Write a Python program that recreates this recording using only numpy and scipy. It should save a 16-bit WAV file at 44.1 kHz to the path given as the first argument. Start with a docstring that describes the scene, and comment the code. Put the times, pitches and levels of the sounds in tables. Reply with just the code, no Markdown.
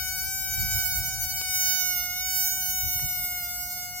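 """A squealing balloon on a lawn

Air squeals through the stretched neck of a balloon a few metres away. The rubber lips slap shut about
750 times a second, rasping briefly as the grip shifts; the overtones flicker and the yard echoes them.
A light breeze rumbles on the microphone, and close by a wood fire pops twice."""
import sys
import numpy as np
from scipy import signal
from scipy.fft import rfft, irfft, next_fast_len
from scipy.io import wavfile
from scipy.ndimage import uniform_filter1d, map_coordinates

SR = 44100
rng = np.random.default_rng(int(sys.argv[2]) if len(sys.argv) > 2 else 0)


def unload_wav(signal):
    """Save mono or channel-first audio to the path in sys.argv[1] as 16-bit WAV at rate SR, clipped to [-1, 1]."""
    wavfile.write(
        sys.argv[1],
        SR,
        np.round(np.clip(np.atleast_2d(signal).T, -1, 1) * 32767).astype(np.int16),
    )


N = 176400  # 4 seconds

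# How fast the rubber lips slap shut: time_s, pitch_hz
SLAP_PITCH = [(0.0, 751.0), (0.1, 747), (0.14, 752.7), (0.19, 748), (0.27, 765.0), (0.53, 758.4),
              (0.58, 766), (0.61, 755.3), (0.73, 756.3), (0.76, 751), (0.81, 757.3), (0.86, 745),
              (0.9, 751.6), (0.96, 743), (1.02, 754), (1.08, 747.2), (1.11, 754.8), (1.19, 750.9),
              (1.23, 753.7), (1.29, 745), (1.33, 752), (1.43, 747.4), (1.49, 745.2), (1.78, 746.3),
              (1.82, 738.5), (1.88, 739), (1.99, 716.7), (2.05, 725.2), (2.1, 718), (2.22, 741.0),
              (2.31, 747.3), (2.58, 750), (2.79, 742.4), (2.85, 743.3), (2.9, 737), (2.95, 742),
              (2.99, 732.7), (3.04, 739.9), (3.1, 730), (3.23, 722.6), (3.37, 722), (3.47, 709.7),
              (3.5, 718), (3.69, 723), (3.86, 718.4), (3.99, 724)]
# Moments when the slaps turn uneven: middle_s, half_width_s, extra_jitter_db
ROUGH_MOMENTS = [(.44, .04, 7), (3.72, 0.083, 14)]
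# The squeal's harmonics (tones at 1, 2, 3... times the pitch): level_db, left_over_right_db, left_lead_rad
HARMONICS = [(-49, -.5, 0.18), (-43, -2.5, 0.72), (-41, 2, 0.72), (-48, -5, 1.24), (-47.5, -4.5, 2),
             (-41.5, -1.5, 3), (-40.5, 1.5, 1.8), (-39, 0, 2.5), (-41, -3.5, -2), (-45, 4, -2.5),
             (-44.5, 2.5, -2.8), (-49, 4.5, -1.5), (-48, 3, -1.5), (-46, -5.5, -2.4), (-42.5, 4.5, -2.5),
             (-42.5, -13, -1.1), (-39.5, 0, 0.5), (-37.5, -4, 0.6), (-40.5, 2, 1.5), (-42, -1, -0.6),
             (-44.5, 4, -6)]
# Groups of harmonics grow louder and softer, one list a group, lowest first: time_s, change_db
GROUP_LEVELS = [
    [(0, -1), (.4, -2), (.8, 0.5), (4, 1.5)],
    [(0, 4), (.4, -0.5), (.8, 5.5), (1.33, -3.5), (1.75, 4.5), (2.2, -1.5), (2.5, 0.5), (2.9, -5),
     (3.45, -3), (4, -8.5)],
    [(0, 1), (.38, -3.5), (.65, 3.5), (1, 0), (1.23, -6), (1.45, 2.5), (2.1, 2.5), (2.65, -5), (3.35, 1.5),
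     (3.62, -6), (4, -2.5)],
    [(0, 3), (.22, -7), (.72, 2), (1.17, -4.5), (1.7, 5), (2.12, 0.5), (2.35, 2.5), (3.3, -2.5), (3.68, -9),
     (4, -8)],
    [(0, -0.5), (.35, -3.5), (.75, 2), (1.2, -3.5), (1.68, 6), (2.1, -4.5), (2.4, 4), (2.6, -4), (4, -7.5)],
    [(0, -1.5), (.95, 0.5), (1.48, -2), (1.63, 10), (2.15, -2), (2.4, 4), (3, 0.5), (3.25, -7.5), (4, -6.5)],
    [(0, -0.5), (.85, 2), (1.15, -2.5), (1.45, 1.5), (1.58, 3.5), (2.22, -7.5), (2.36, 5.5), (2.55, -1),
     (3.05, -0.5), (4, -5.5)],
    [(0, -2), (.45, 0), (.68, 3.5), (1, 3.5), (1.12, -6), (1.28, 1), (1.48, -4), (1.56, 5), (1.97, 4),
     (2.07, -1.5), (2.24, -3), (2.37, 7), (2.55, 2), (3.03, 3), (3.46, -1.5), (4, -8.5)],
]
# Where each group after the first begins: harmonic_number
GROUP_STARTS = [2, 3, 4, 6, 8, 10, 15]
# The highest harmonics swing from side to side: time_s, left_over_right_db
SIDE_SWING = [(0, 9), (.52, 6.5), (.66, 0.5), (1, -4), (1.15, 4), (1.58, 4), (1.7, -7), (2, -4), (2.2, -1),
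              (2.38, -8.5), (2.55, 0)]
# Hot, smoky air drifts past and makes the harmonics fade: time_s, fades_per_s, relative_depth
HOT_AIR = [(0, 12, 0.92), (1.35, 17.45, 1.52), (1.6, 7.02, 0.79), (2.4, 8.01, 0.83), (4, 9.4, 0.99)]
# High tones fade more deeply than low ones: frequency_hz, relative_depth
FADE_DEPTHS = [(750, 0.072), (2200, 0.049), (3500, 0.78), (7000, 0.9), (15000, 1)]
# Tone colour of the escaping air: frequency_hz, relative_db
HISS_COLOUR = [(1000, -54), (3000, -30), (6000, -5), (8500, -11.5), (10300, -3), (11700, -15), (13500, 7.5),
               (16000, 0.5)]
# How loud that hiss is: time_s, level_db
HISS_LEVELS = [(0, -53), (.7, -53), (1.15, -57), (1.65, -66), (2.6, -52), (3.3, -53.5), (4, -48)]
# The breeze rises and falls: time_s, relative_db
BREEZE_LEVELS = [(0, -45.5), (.4, -49), (.8, -54.5), (1.2, -44), (1.75, -63), (2.3, -57.5), (2.7, -49),
                 (3.4, -67), (4, -64)]
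# Short puffs of wind hit the microphone: middle_s, half_width_s, relative_db
PUFFS = [(0.63, 0.082, -34.5), (0.768, 0.03, -38.5), (0.982, 0.12, -41.5), (2.862, 0.037, -38.5),
         (2.962, 0.017, -36), (3.046, 0.029, -35.5), (3.212, 0.037, -46)]
# Tone colour of the wind's rumble: frequency_hz, relative_db
RUMBLE_COLOUR = [(20, -26), (40, -0.5), (65, 3.5), (130, -5), (200, -18), (300, -26.5), (500, -50),
                 (1000, -91)]
# Tone colour of the open air's hush and low drone: frequency_hz, relative_db
AIR_COLOUR = [(30, -16), (52, 18.5), (61, 25), (72, 18), (130, 13), (250, 5), (400, -4), (700, -1.5),
              (1100, -7.5), (1800, -18), (3000, -54), (16000, -11)]
# The neck rasps as the grip shifts: middle_s, half_width_s, level_db
RASP_MOMENTS = [(0.25, 0.014, -35), (0.544, .02, -45), (1.973, 0.018, -35), (2.16, .03, -44),
                (2.4, 0.029, -37)]
# Tone colour of a rasp: frequency_hz, relative_db
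RASP_COLOUR = [(3000, -57), (9500, -13), (10700, -18), (11300, -3), (13300, 5), (14200, -10), (16000, -16)]
# The fire's pops: start_s, level_db, snap_pitch_hz, log_ring_db
FIRE_POPS = [(1.4144, -20.5, 4800, -0.5), (2.9958, -31, 2120, -6)]
# The notes a log rings with: pitch_hz, relative_db, ring_time_s
LOG_NOTES = [(476, -6.5, 0.0026), (1120, -9.5, 0.0036), (2600, -2, 0.0021)]

# A RATE counts random turns a second. A DECAY or ring time is how long a sound takes to fall 60 dB.
REST_HZ = 748  # the pitch at which the levels in HARMONICS apply
WAVER_HZ, WAVER_RATE = 1, 67  # tiny wavering of the pitch
JITTER_RAD, JITTER_RATE = 0.0092, 286.4  # slaps come slightly early or late
TREMBLE, TREMBLE_RATE = 0.034, 180  # slaps vary in strength
SHIMMER, SHIMMER_RATE = 0.065, 90  # each harmonic shimmers on its own
SPUTTER_DB, SPUTTER_RATE = 1.09, 36  # the upper harmonics sputter together
NEAR_ECHO_S = 0.006954  # average lag of nearby echoes, which cancel some pitches as a tone glides
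SPREAD_RAD = 0.089  # the neck delays each harmonic a little more, which softens the slap
HISS_PATCHY_DB, HISS_PATCH_RATE = 6, 14  # the hiss comes and goes
RUMBLE_GAIN_DB, RUMBLE_LEFT_DB, AIR_DB = 2, 4.5, -50
YARD_DB, YARD_DECAY_S, YARD_LOW_HZ = -11.5, 0.44, 6700  # the lawn soaks up echo below YARD_LOW_HZ
SNAP_DECAY_S, CRACK_DB, CRACK_DECAY_S = 0.0044, 8, 0.0013
CRACK_REACH = 1.1  # a pop's treble rolls off above this many times its snap pitch
FIRE_ECHO_DB = -14  # the fire is close, so it has much less echo than the balloon
TOP_HZ = 16000


def amp(db):
    """Turn decibels into a number to multiply by."""
    return 10 ** (np.asarray(db) / 20)


def unit(x):
    """Scale a sound to an average (rms) strength of 1."""
    return x / np.sqrt(np.mean(x ** 2) + 1e-20)


def along(points, hz):
    """Look up a frequency in a table, sliding between its rows on a musical (log) scale."""
    frequencies, values = np.transpose(points)
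    return np.interp(np.log(hz + 1), np.log(frequencies + 1), values)


def curves(rows):
    """Join a table's points in time: one curve for each column after the first."""
    times, *columns = np.transpose(rows)
    return [np.interp(np.arange(N) / SR, times, column) for column in columns]


def swell(middle_s, half_width_s):
    """A bell-shaped rise and fall around a moment."""
    return np.exp(-((np.arange(N) / SR - middle_s) / half_width_s) ** 2)


def drift(position):
    """A smooth random curve that reaches a new value each time position grows by 1."""
    return map_coordinates(rng.standard_normal(8192), [position], mode='wrap')


def wobble(rate):
    """A smooth random curve with `rate` new values a second."""
    return drift(np.arange(N) * rate / SR)


def fading(position):
    """A drifting complex number that changes both the strength and the timing of a tone."""
    coarse = np.arange(0, N, 64)
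    gain = drift(position[coarse]) + 1j * drift(position[coarse])
    return np.interp(np.arange(N), coarse, gain) / np.sqrt(2)


def filtered(x, response):
    """Turn each frequency up or down by response(hz)."""
    size = next_fast_len(N + SR // 2)
    return irfft(rfft(x, size) * response(np.fft.rfftfreq(size, 1 / SR)), size)[..., :N]


def noise(colour, shared, gate=1):
    """Stereo noise, pulsed by `gate` and then coloured; `shared` is the part both sides have in common."""
    white = np.sqrt(shared) * rng.standard_normal(N) + np.sqrt(1 - shared) * rng.standard_normal((2, N))
    return unit(filtered(gate * white, lambda hz: amp(along(colour, hz))))


def pan(left_db):
    """Make the left side louder than the right by left_db, keeping the total power."""
    gains = amp(np.array([[1], [-1]]) * left_db / 2)
    return gains / np.sqrt(np.mean(gains ** 2, axis=0))


def neck_flutter():
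    """The lips open and shut, a little unevenly. Gives their pitch and phase (one turn per slap)."""
    pitch = uniform_filter1d(curves(SLAP_PITCH)[0], size=700)
    jitter = JITTER_RAD * amp(sum(db * swell(s, width) for s, width, db in ROUGH_MOMENTS))
    phase = 2 * np.pi * np.cumsum(pitch + WAVER_HZ * wobble(WAVER_RATE)) / SR
    return pitch, phase + jitter * wobble(JITTER_RATE)


def squeal(pitch, phase):
    """The slaps make a stack of harmonics, which sputter, and fade in the hot air and as they glide."""
    t = np.arange(N) / SR
    fade_rate, fade_depth = curves(HOT_AIR)
    air_fades = np.cumsum(fade_rate) / SR
    glide_fades = NEAR_ECHO_S * np.cumsum(abs(np.gradient(pitch)))
    groups_db = [curves(rows)[0] for rows in GROUP_LEVELS]
    sputter_db = SPUTTER_DB * fade_depth * wobble(SPUTTER_RATE)
    tremble = 1 + TREMBLE * wobble(TREMBLE_RATE)
    swing_db = curves(SIDE_SWING)[0]
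    numbers, resting_db = np.arange(len(HARMONICS)) + 1, np.transpose(HARMONICS)[0]
    out = np.zeros((2, N))
    for k, (_, left_db, lead_rad) in enumerate(HARMONICS, 1):
        # The tone arrives directly and by scattered paths, which add up or cancel.
        direct = np.exp(.5j * lead_rad * np.array([[1], [-1]])) * (1 + SHIMMER * fading(SHIMMER_RATE * t))
        depth = fade_depth * along(FADE_DEPTHS, k * pitch.mean())
        fades = air_fades + k * glide_fades
        paths = direct + depth * np.array([fading(fades), fading(fades)])
        slow_power = uniform_filter1d(np.mean(abs(paths) ** 2, axis=0), size=SR // 9)
        paths = paths / np.sqrt(slow_power)  # even out slow changes, keep the quick flicker
        wave = np.real(paths * np.exp(1j * k * (phase - SPREAD_RAD * k)))
        # The frequencies that ring loudest stay put while the pitch moves.
        resonance_db = np.interp(k * pitch / REST_HZ, numbers, resting_db)
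        group_db = groups_db[np.searchsorted(GROUP_STARTS, k, 'right')]
        height = k / len(HARMONICS)
        level = amp(resonance_db + group_db + np.sqrt(height) * sputter_db) * tremble
        out += np.sqrt(2) * level * pan(left_db + height * swing_db) * wave
    return out


def hiss(opening):
    """Air hisses out each time the lips open."""
    level_db = curves(HISS_LEVELS)[0] + HISS_PATCHY_DB * wobble(HISS_PATCH_RATE)
    return amp(level_db) * noise(HISS_COLOUR, shared=0.67, gate=opening)


def breeze():
    """Wind pushes on the microphone with a lumpy rumble and a few short puffs."""
    lumps = unit(amp(0.82 * wobble(rate=21.9)) * noise(RUMBLE_COLOUR, shared=0.29))
    puffs = sum(amp(db) * swell(s, width) for s, width, db in PUFFS)
    strength = amp(curves(BREEZE_LEVELS)[0]) + puffs
    return amp(RUMBLE_GAIN_DB) * strength * pan(RUMBLE_LEFT_DB) * lumps


def open_air():
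    """The steady hush and low drone of the outdoors."""
    return amp(AIR_DB) * noise(AIR_COLOUR, shared=0.62)


def yard_echo(x):
    """Sheds and trees scatter a thin, bright echo."""
    t = np.arange(SR // 2) / SR
    build_up = 1 - np.exp(-t / 0.017)
    tail = rng.standard_normal((2, len(t))) * amp(-60 * t / YARD_DECAY_S) * build_up
    echo = signal.fftconvolve(x, tail / np.linalg.norm(tail[0]), axes=1)[:, :N]
    return amp(YARD_DB) * filtered(echo, lambda hz: hz / np.hypot(hz, YARD_LOW_HZ))


def rasp(opening):
    """As the grip shifts, the neck gives short bursts of bright noise that pulse with the lips."""
    bursts = sum(amp(db) * swell(s, width) for s, width, db in RASP_MOMENTS)
    return bursts * noise(RASP_COLOUR, shared=0.45, gate=opening)


def fire():
    """Each pop is a tiny crack with a pitched snap; it rings the log for a few milliseconds."""
    out, t = np.zeros((2, N)), np.arange(SR // 10) / SR
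    for start_s, pop_db, snap_hz, log_db in FIRE_POPS:
        notes = [(hz, db + log_db, ring_s) for hz, db, ring_s in LOG_NOTES] + [(snap_hz, 0, SNAP_DECAY_S)]
        ring = sum(amp(db - 60 * t / ring_s) * np.sin(2 * np.pi * hz * t) for hz, db, ring_s in notes)
        crack = amp(CRACK_DB - 60 * t / CRACK_DECAY_S) * rng.standard_normal((2, len(t)))
        pop = np.pad(amp(pop_db) * (ring + crack), ((0, 0), (round(start_s * SR), 0)))
        out += filtered(pop, lambda hz: 1 / np.hypot(1, (hz / (CRACK_REACH * snap_hz)) ** 3))
    return out


def scene():
    """Mix the balloon, the fire and their echo with the breeze and the open air."""
    pitch, phase = neck_flutter()
    opening = np.exp(1.4 * np.cos(phase))  # the gap between the lips, widest once a cycle
    balloon = squeal(pitch, phase) + hiss(opening) + rasp(opening)
    pops = fire()
    echo = yard_echo(balloon + amp(FIRE_ECHO_DB) * pops)
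    return balloon + pops + echo + breeze() + open_air()


def record(dry):
    """Cut away the very highest treble, above TOP_HZ."""
    return filtered(dry, lambda hz: hz < TOP_HZ)


dry = scene()
out = record(dry)
unload_wav(out)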